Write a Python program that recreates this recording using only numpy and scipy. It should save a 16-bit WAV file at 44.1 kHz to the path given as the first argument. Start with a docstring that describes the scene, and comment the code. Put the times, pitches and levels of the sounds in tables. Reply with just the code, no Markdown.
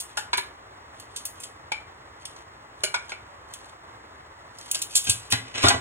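"""Steel tongs click close to the microphones over the soft, steady rush of a gas burner in a home kitchen.
They pick food off a hand-held plastic tray: the tips tap it, the arms click and slide over each other.
Then the tongs rattle, the arms rub, and things are dragged and put down on the counter with a clatter.
Each blow is a crack of noise shaped by the struck body plus a ring of its modes; slides are grainy hiss.
The flame is fluttering noise; blows and slides also get a short kitchen tail and one distinct reflection."""
import sys
import numpy as np
from scipy import signal
from scipy.fft import rfft, irfft, next_fast_len
from scipy.io import wavfile

SR = 44100
rng = np.random.default_rng(int(sys.argv[2]) if len(sys.argv) > 2 else 0)


def bounce(signal):
    """Save signal as a 16-bit WAV file at the path given by the first command-line argument."""
    frames = np.transpose(np.atleast_2d(signal))
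    limited = np.clip(frames, -1, 1)
    pcm = np.round(limited * 32767).astype(np.int16)
    wavfile.write(sys.argv[1], SR, pcm)


N = 255901

# The steel arms click together. Each row: start in seconds, level in dB, t60 of the crack in seconds
# (short when food or the hand damps them), tilt in dB per octave, lift of the low modes in dB.
TONG_CLICKS = [(0.0004, -25, 0.11, 6, 4), (0.17, -25.5, 0.13, 1.5, 8), (0.373, -18, 0.057, 6.5, 10.5),
               (0.9975, -28, 0.04, 2, 1), (1.1607, -24, 0.11, -0.5, -5), (1.2522, -21.5, 0.088, 9.5, 9),
               (1.4002, -39, 0.22, 9, 13), (1.4335, -26, 0.083, -1, -4), (2.253, -26, 0.054, 0.5, 3),
               (2.3624, -30, 0.031, -12.5, -14), (2.835, -13, 0.068, -2, -10),
               (3.0925, -30.5, 0.093, -10.5, -7), (3.5368, -23, 0.044, 1, 3), (3.655, -40.5, 0.039, -2, 0),
               (4.585, -29, 0.032, -2, -17), (4.7131, -2.5, 0.024, 10, 11.5), (4.7456, -9, 0.033, -2.5, 0),
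               (4.753, -10.5, 0.025, -6, -11), (4.789, -25.5, 0.039, -1, -5),
               (4.8172, -15, 0.062, 4.5, 3.5), (4.9528, -7.5, 0.075, 3.5, -6), (4.965, -9, 0.087, 0.5, -2),
               (5.0398, -26, 0.04, 13, 0), (5.0694, -23.5, 0.16, -7.5, 2), (5.0947, -4.5, 0.075, 0, -3.5),
               (5.3024, -21.5, 0.055, 10, 25), (5.6831, -4.5, 0.059, -6.5, -7)]
# What the steel rings with. Each row: nominal pitch in Hz, strength in dB, undamped t60 in seconds.
TONG_MODES = [(1600, -11, .18), (2130, -13, .15), (2560, -10, .18), (3100, -6, .14), (3310, -8, .14),
              (3540, -4, .15), (3750, -8, .12), (4355, -3, .15), (4513, -7, .14), (4855, -7, .15),
              (5450, -10, .13), (5990, -4, .15), (6446, -4, .14), (6538, -1, .2), (6995, -2, .2),
              (7500, -1, .18), (7700, -6, .12), (8217, -5, .15), (8480, -3, .17), (9070, -4, .13),
              (9205, -5, .14), (10150, -6, .11), (10416, -4, .12), (10720, -5, .12), (13210, -9, .08)]
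# The crowd of short-lived modes in the steel's crack. Each row: frequency in Hz, density in dB per Hz.
TONG_CRACK = [(100, -70), (600, -17), (2100, -15.5), (3000, 3), (4500, 4), (7000, 3), (11000, 2),
              (12800, -12.5), (15000, -3), (16500, -34)]
# What the counter rings with. Each row: nominal pitch in Hz, strength in dB, undamped t60 in seconds.
COUNTER_MODES = [(116, -6, .2), (262, -5, .12), (402, -9, .18), (660, -7, .16), (704, -4, .17),
                 (820, -5, .2), (1000, -5, .16), (1038, -3.5, .16), (1145, -4, .2), (1215, -7, .14),
                 (1418, -1, .18), (1545, -5, .15), (1674, -7, .17), (1870, -11, .16), (1980, -8, .15),
                 (2090, -10, .14), (2322, -12, .14), (2520, -9, .16), (2945, -10, .13), (3015, -6, .14),
                 (3450, -5, .14), (3700, -6, .14), (4026, -5, .12)]
# The short-lived modes in the counter's crack. Each row: frequency in Hz, density in dB per Hz.
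COUNTER_CRACK = [(25, -48), (60, -13), (110, -7.5), (180, -32), (270, -6.5), (450, -5), (1000, -10.5),
                 (2000, -5), (3000, 2), (5000, 2.5), (9000, -5), (12000, -19), (16000, -28)]
# The part of a sound in which the two microphones differ. Each row: frequency in Hz, share in dB.
APART = [(80, -26.5), (250, -11), (600, -7.5), (1200, -3), (2500, 2.5), (5000, -24), (12000, -25)]

DAMPING_DB = 28   # ring lost for a tenfold shorter crack
MICROPHONE_SIGNS = np.array([[1], [-1]])   # what differs has opposite sign at left and right


def tray_taps():
    """The tongs' two tips strike the plastic one after the other; damped taps ring less."""
    # Each row: start in seconds, level in dB, tilt in dB per octave, t60 of the crack in seconds,
    # then how strongly the struck spot feeds each of the eight main modes, in dB.
    taps = [(0.1724, -15.5, 0.5, 0.1, 1, 12.5, 1, 8, 3, -13, -3, -9),
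            (0.3309, -8.5, 0.5, 0.071, -9, -3, 8, 0.5, 6.5, 1.5, -3, -5),
            (0.3786, -10.5, 0, 0.062, -1, -5, 6, -2, 1, -2.5, -6, -2.5),
            (1.7184, -13, 2.5, 0.05, 10, 12.5, -7, 8.5, -5, 7, -2.5, -4.5),
            (2.835, -10, -4, 0.071, 13, -3.5, -24, 7, 1, 8.5, 9, 9.5),
            (2.9415, -8.5, 1, .062, 9, 4, 7, 14, -6, 0.5, -6, -12),
            (3.119, -18.5, -3.5, .05, 4, 5, -7, 7.5, -12, 4, -3, -6)]
    # The tray's main modes, in Hz.
    main_hz = [630, 840, 970, 1460, 1730, 2280, 2950, 4200]
    # What the tray rings with. Each row: nominal pitch in Hz, strength in dB, undamped t60 in seconds.
    tray_modes = [(385, -8, .14), (613, -14, .1), (700, -10, .11), (843, 0, .12), (952, -1, .13),
                  (1012, -5, .14), (1205, -6, .11), (1420, -2, .12), (1480, -7, .12), (1545, -6, .11),
                  (1684, -8, .1), (1780, -9, .1), (2238, -5, .085), (2325, -6, .085), (2400, -8, .11),
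                  (2935, -7, .15), (3045, -9, .1), (3460, -8, .12), (3750, -10, .1), (4060, -8, .09),
                  (4280, -5, .09), (6450, -16, .08), (8300, -16, .08)]
    # The short-lived modes in the tray's crack. Each row: frequency in Hz, density in dB per Hz.
    tray_crack = [(100, -12.5), (300, -7.5), (700, -3.5), (1500, -6), (2500, 1), (4300, 11.5), (6500, -0.5),
                  (10000, -9), (13000, -20), (16000, -39)]
    crack_offset_db, ring_offset_db = -7, -12   # against the tap's level
    free_t60_s = .075   # crack of a tap that no food or hand damps
    tips = ((0, 0), (0.0045, -11))   # delay in seconds, level in dB
    table = []
    for s, db, tilt_db, t60, *fed_db in taps:
        damped_db = DAMPING_DB * np.log10(t60 / free_t60_s)
        for late_s, tip_db in tips:
            crack_db = db + tip_db + crack_offset_db
            ring_db = db + tip_db + ring_offset_db + damped_db
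            table.append((s + late_s, crack_db, ring_db, tilt_db, list(zip(main_hz, fed_db)), t60))
    return blows(table, tray_modes, tray_crack, contact_s=0.00068, favour_octaves=0.16, scatter_db=2,
                 hold=.62, sing_db=19, detune=.005, width_hz=50)


def tong_clicks():
    """The steel arms strike each other and ring in their own modes; damped clicks ring less."""
    crack_offset_db, ring_offset_db = -4.5, -9   # against the click's level
    free_t60_s = 0.084   # crack of undamped arms
    body_hz = 2550   # centre of the arms' low modes
    table = []
    for s, db, t60, tilt_db, body_db in TONG_CLICKS:
        damped_db = DAMPING_DB * np.log10(t60 / free_t60_s)
        ring_db = db + ring_offset_db + damped_db
        table.append((s, db + crack_offset_db, ring_db, tilt_db, [(body_hz, body_db)], t60))
    return blows(table, TONG_MODES, TONG_CRACK, contact_s=0.0014, favour_octaves=0.51, scatter_db=3.5,
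                 hold=0.5, sing_db=9, detune=.002, width_hz=35)


def counter_knocks():
    """Things put down excite the modes of the struck spot and, to varying degrees, the hollow counter top."""
    # Each row: start in seconds, level in dB, tilt in dB per octave, pitch that the struck spot favours
    # in Hz, lift of the thump in dB, t60 of the crack in seconds.
    knocks = [(5.071, -35.5, -9, 280, 2, .08), (5.091, -32.5, -20, 112, 0, 0.1),
              (5.159, -55, -20, 270, 0, .07), (5.3213, -18.5, 9, 1920, 15, 0.059),
              (5.329, -24.5, -2.5, 826, 9, 0.041), (5.338, -25, 3.5, 1750, 16, 0.11),
              (5.548, -37, -0.5, 2110, 5, .08), (5.634, -18, -3, 1150, -3, .05),
              (5.641, -12.5, -4, 1040, 2.5, 0.065), (5.648, -13.5, 3.5, 724, 10, 0.043),
              (5.665, -15, -1.5, 1350, -0.5, 0.073), (5.696, -25, 1, 1880, -2, 0.13),
              (5.7032, -14.5, -2, 880, -20, 0.055), (5.729, -31, -4, 116, -6, 0.075),
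              (5.742, -22.5, -9, 1040, -10, 0.08)]
    # The counter top's hollow notes, in Hz.
    thump_hz = [116, 265]
    spot_lift_db, ring_offset_db = 10, -1.5   # lift of the favoured modes; ring against the knock's level
    table = []
    for s, db, tilt_db, spot_hz, thump_db, t60 in knocks:
        favoured = [(spot_hz, spot_lift_db)] + [(hz, thump_db) for hz in thump_hz]
        table.append((s, db, db + ring_offset_db, tilt_db, favoured, t60))
    return blows(table, COUNTER_MODES, COUNTER_CRACK, contact_s=0.0011, favour_octaves=0.2, scatter_db=3,
                 hold=.8, sing_db=28, detune=.008, width_hz=32)


def blows(table, modes, crack_spectrum, contact_s, favour_octaves, scatter_db, hold, sing_db, detune, width_hz):
    """A blow is a crack of crowded, quickly dying modes and a ring of the few strong ones."""
    # Each row of table: start in seconds, crack and ring in dB, tilt in dB per octave,
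    # favoured pairs of Hz and dB, t60 of the crack in seconds.
    snap, snap_s = 0.52, 0.00071   # the first instant stands out: extra amplitude, decay time
    chatter_db, chatter_hz = 2.2, 160   # the surfaces chatter as they part
    mode_apart = 0.46   # share of the difference between the microphones that a single mode shows
    out, t = np.zeros((2, N)), np.arange(SR // 4) / SR
    rest_hz, mode_db, mode_t60 = np.transpose(modes)
    decays = from_db(-60 * t / (hold * mode_t60[:, None]))   # damping leaves the share hold of each t60
    grid_hz = np.geomspace(20, SR / 2, 3000)
    contact = 1 - np.exp(-t / contact_s)   # the force takes a moment to build
    apart = mode_apart * from_db(at_hz(APART, rest_hz)) * MICROPHONE_SIGNS
    for s, crack_db, ring_db, tilt_db, favoured, t60 in table:
        def colour(hz):
            """Each blow has its own brightness, and its spot feeds some modes more than others."""
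            lift_db = tilted(hz, tilt_db)
            for spot_hz, db in favoured:
                lift_db = lift_db + db * np.exp(-(np.log2(hz / spot_hz) / favour_octaves) ** 2)
            return lift_db

        # grip and load shift each mode from blow to blow
        mode_hz = rest_hz * (1 + detune * rng.standard_normal(len(modes)))
        rings = np.sin(2 * np.pi * mode_hz[:, None] * t) * decays
        # the crack crowds round the strong modes
        body_db = at_hz(crack_spectrum, grid_hz) + colour(grid_hz) + clusters(grid_hz)
        body_db += resonances(np.c_[mode_hz, mode_db, mode_t60], grid_hz, width_hz, sing_db)
        crack = widen(lambda hz: np.interp(hz, grid_hz, body_db), size=len(t)) * from_db(-60 * t / t60)
        crack *= (1 + snap * np.exp(-t / snap_s)) * from_db(chatter_db * slow_noise(chatter_hz, len(t)))
        # each mode varies in strength and radiates a little differently to each microphone
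        strengths = from_db(mode_db + colour(mode_hz) + scatter_db * rng.standard_normal(len(modes)))
        strengths = strengths * (1 + apart * rng.standard_normal(len(modes)))
        strengths = rms_one(strengths) * rng.choice([-1, 1], len(modes)) * np.sqrt(2 / len(modes))
        add(out, s, contact * (from_db(crack_db) * crack + from_db(ring_db) * (strengths @ rings)))
    return out


def tong_slides():
    """The arms slide over each other around every click, and rub while the tongs are carried off."""
    # The longer rubs. Each row: start in seconds, end in seconds, level in dB.
    rubs = [(4.589, 4.746, -47), (4.89, 5.005, -33), (5.031, 5.127, -33.5), (5.102, 5.3, -66),
            (5.304, 5.346, -23)]
    before_s, after_s = 0.073, 0.077   # reach of a slide around its click
    table = [(s - before_s, s + after_s, -56.5, -6) for s, *_ in TONG_CLICKS]   # dB, dB per octave
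    table += [(start, end, db, -3) for start, end, db in rubs]
    return scrapes(table, TONG_CRACK, TONG_MODES, grain_db=3, grain_hz=90, catch_height=1.3)


def counter_drags():
    """Things dragged over the counter hiss unevenly and make it sing in its modes."""
    # Each row: start in seconds, end in seconds, level in dB, tilt in dB per octave.
    drags = [(5.13, 5.31, -50.5, 4), (5.41, 5.57, -48, -2.5), (5.535, 5.635, -28.5, -2.5),
             (5.615, 5.69, -21.5, 0)]
    return scrapes(drags, COUNTER_CRACK, COUNTER_MODES, grain_db=3.0, grain_hz=121.5, catch_height=0)


def scrapes(table, spectrum, modes, grain_db, grain_hz, catch_height):
    """A sliding thing catches and slips, so its hiss comes in uneven grains and sings in its modes."""
    out = np.zeros((2, N))
    for start, end, level_db, tilt_db in table:
        size = max(round((end - start) * SR), SR // 100)

        def colour(hz):
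            """The surface's spectrum, lifted at its modes."""
            singing = resonances(modes, hz, width_hz=30, height_db=14)
            return at_hz(spectrum, hz) + tilted(hz, tilt_db) + singing + clusters(hz)

        hiss = widen(colour, size=size)
        slips = from_db(grain_db * slow_noise(grain_hz, size))
        slips *= 1 + catch_height * catches(size=size)
        add(out, start, from_db(level_db) * rms_one(hiss * slips) * signal.windows.tukey(size, .5))
    return out


def catches(size):
    """Envelope of tiny contacts that come at random and die at once."""
    catches_per_s, catch_s = 170, .0012   # mean rate, decay time
    struck = rng.random(SR) < catches_per_s / SR
    heights = struck * np.minimum(rng.exponential(1, SR), 3)
    # the tiny offset keeps the filter clear of denormal numbers
    return signal.lfilter([1], [1, -np.exp(-1 / (catch_s * SR))], heights[:size] + 1e-18)


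def burner(flutter_db, flutter_hz):
    """The gas flame's steady rush flutters a little in level."""
    # Each row: frequency in Hz, density in dB per Hz.
    flame = [(20, -52), (40, -9), (65, 1), (110, 0), (190, -12), (300, -6), (500, -5.5), (1100, -0.5),
             (1500, -8), (2000, -9), (2400, -19.5), (3600, -16), (5200, -21.5), (6400, -24.5),
             (7300, -23.5), (8200, -26.5), (12000, -42), (16000, -33.5)]
    level_db = -47 + flutter_db * slow_noise(flutter_hz, N)
    return from_db(level_db) * widen(lambda hz: at_hz(flame, hz), size=N)


def kitchen(x, build_s):
    """Dense reflections build up off the near walls and die band by band, the treble first."""
    # Each row: frequency in Hz, t60 in seconds.
    tail_t60 = [(150, 0.5), (800, 0.3), (3000, 0.29), (8000, 0.26), (15000, 0.25)]
    t = np.arange(SR // 2) / SR
    edges = np.geomspace(40, 18000, 10)
    tail = np.zeros((2, len(t)))
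    for low, high in zip(edges, edges[1:]):
        band_filter = signal.butter(2, [low, high], "band", fs=SR, output="sos")
        band = signal.sosfilt(band_filter, widen(np.zeros_like, size=len(t)))
        tail += band * from_db(-60 * t / at_hz(tail_t60, np.sqrt(low * high)))
    tail *= 1 - np.exp(-(t / build_s) ** 2)
    tail /= np.sqrt(np.sum(tail ** 2) / 2)
    return signal.fftconvolve(x, tail, axes=1)[:, :N]


def from_the_right(x):
    """Sound bends round the recorder's body: the left microphone lags, frequency by frequency."""
    # Each row: frequency in Hz, phase lag in radians.
    left_lag = [(0, 0), (260, .2), (600, 1.2), (1000, 2.3), (1500, 2.55), (2100, 1.7), (3000, 2.4),
                (4500, 3.15), (9000, 6.3), (22050, 15.7)]
    padded = next_fast_len(N + SR // 10)
    lag = np.interp(np.fft.rfftfreq(padded, 1 / SR), *np.transpose(left_lag))
    left = irfft(rfft(x[0], padded) * np.exp(-1j * lag), padded)[:N]
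    return np.array([left, x[1]])


def widen(colour, size):
    """Unit-power stereo noise, least alike at the two microphones in the middle range."""
    apart_colour = lambda hz: colour(hz) + at_hz(APART, hz)
    hz = np.linspace(20, SR / 2, 2000)
    share = np.sqrt(np.sum(from_db(apart_colour(hz)) ** 2) / np.sum(from_db(colour(hz)) ** 2))
    common = noise(colour, size=size)
    return rms_one(common + share * noise(apart_colour, size=size) * MICROPHONE_SIGNS)


def resonances(modes, hz, width_hz, height_db):
    """Lift in dB that a body's modes give to the noise that drives it."""
    mode_hz, mode_db, _ = np.transpose(modes)
    peaks = from_db(mode_db + height_db) ** 2 / (1 + (2 * (hz[:, None] - mode_hz) / width_hz) ** 2)
    return 10 * np.log10(1 + peaks.sum(axis=1))


def clusters(hz):
    """Uneven bunching in dB of the modes that one contact excites; the lowest modes stand alone."""
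    depth_db, spacing_hz = 3.2, 70
    knots_hz = np.arange(0, SR / 2, spacing_hz)
    bunching = np.interp(hz, knots_hz, rng.standard_normal(len(knots_hz)))
    return depth_db * bunching * hz / (hz + 250)


def tilted(hz, tilt_db):
    """A slope in dB per octave that leaves the deep bass nearly alone."""
    return tilt_db * np.log2(1 + hz / 250)


def noise(colour, size):
    """Unit-power noise whose dB per Hz is colour(Hz)."""
    padded = next_fast_len(size)
    hz = np.maximum(np.fft.rfftfreq(padded, 1 / SR), 10)
    spectrum = rfft(rng.standard_normal(padded)) * from_db(colour(hz))
    return rms_one(irfft(spectrum, padded)[:size])


def slow_noise(corner_hz, size):
    """Unit-power noise that falls off above corner_hz, for uneven levels."""
    return noise(lambda hz: -20 * np.log10(1 + (hz / corner_hz) ** 2), size=size)


def from_db(db):
    """Decibels to gain."""
    return 10 ** (np.asarray(db) / 20)


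def rms_one(x):
    """Scale to unit power."""
    return x / np.sqrt(np.mean(x ** 2) + 1e-20)


def at_hz(points, hz):
    """Read a table on a log-frequency axis."""
    known_hz, values = np.transpose(points)
    return np.interp(np.log(hz), np.log(known_hz), values)


def add(track, s, sound):
    """Mix a sound into a two-channel track from time s on, or from the start if s is negative."""
    start = max(round(s * SR), 0)
    track[:, start:start + sound.shape[-1]] += sound[..., :N - start]


def scene():
    """Tray, tongs and counter sound in the kitchen over the flame."""
    direct = tray_taps() + tong_clicks() + counter_knocks() + tong_slides() + counter_drags()
    room = from_db(-7.5) * kitchen(direct, build_s=0.0003)
    add(room, .025, from_db(-22.5) * direct)   # one distinct reflection off the ceiling
    return from_the_right(direct + room + burner(flutter_db=0.93, flutter_hz=22))


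def record(dry):
    """The highest peaks are rounded and the top is cut above 16.3 kHz."""
    top_cut = signal.ellip(10, .1, 80, 16300, fs=SR, output="sos")
    return signal.sosfilt(top_cut, np.tanh(dry))


dry = scene()
out = record(dry)
bounce(out)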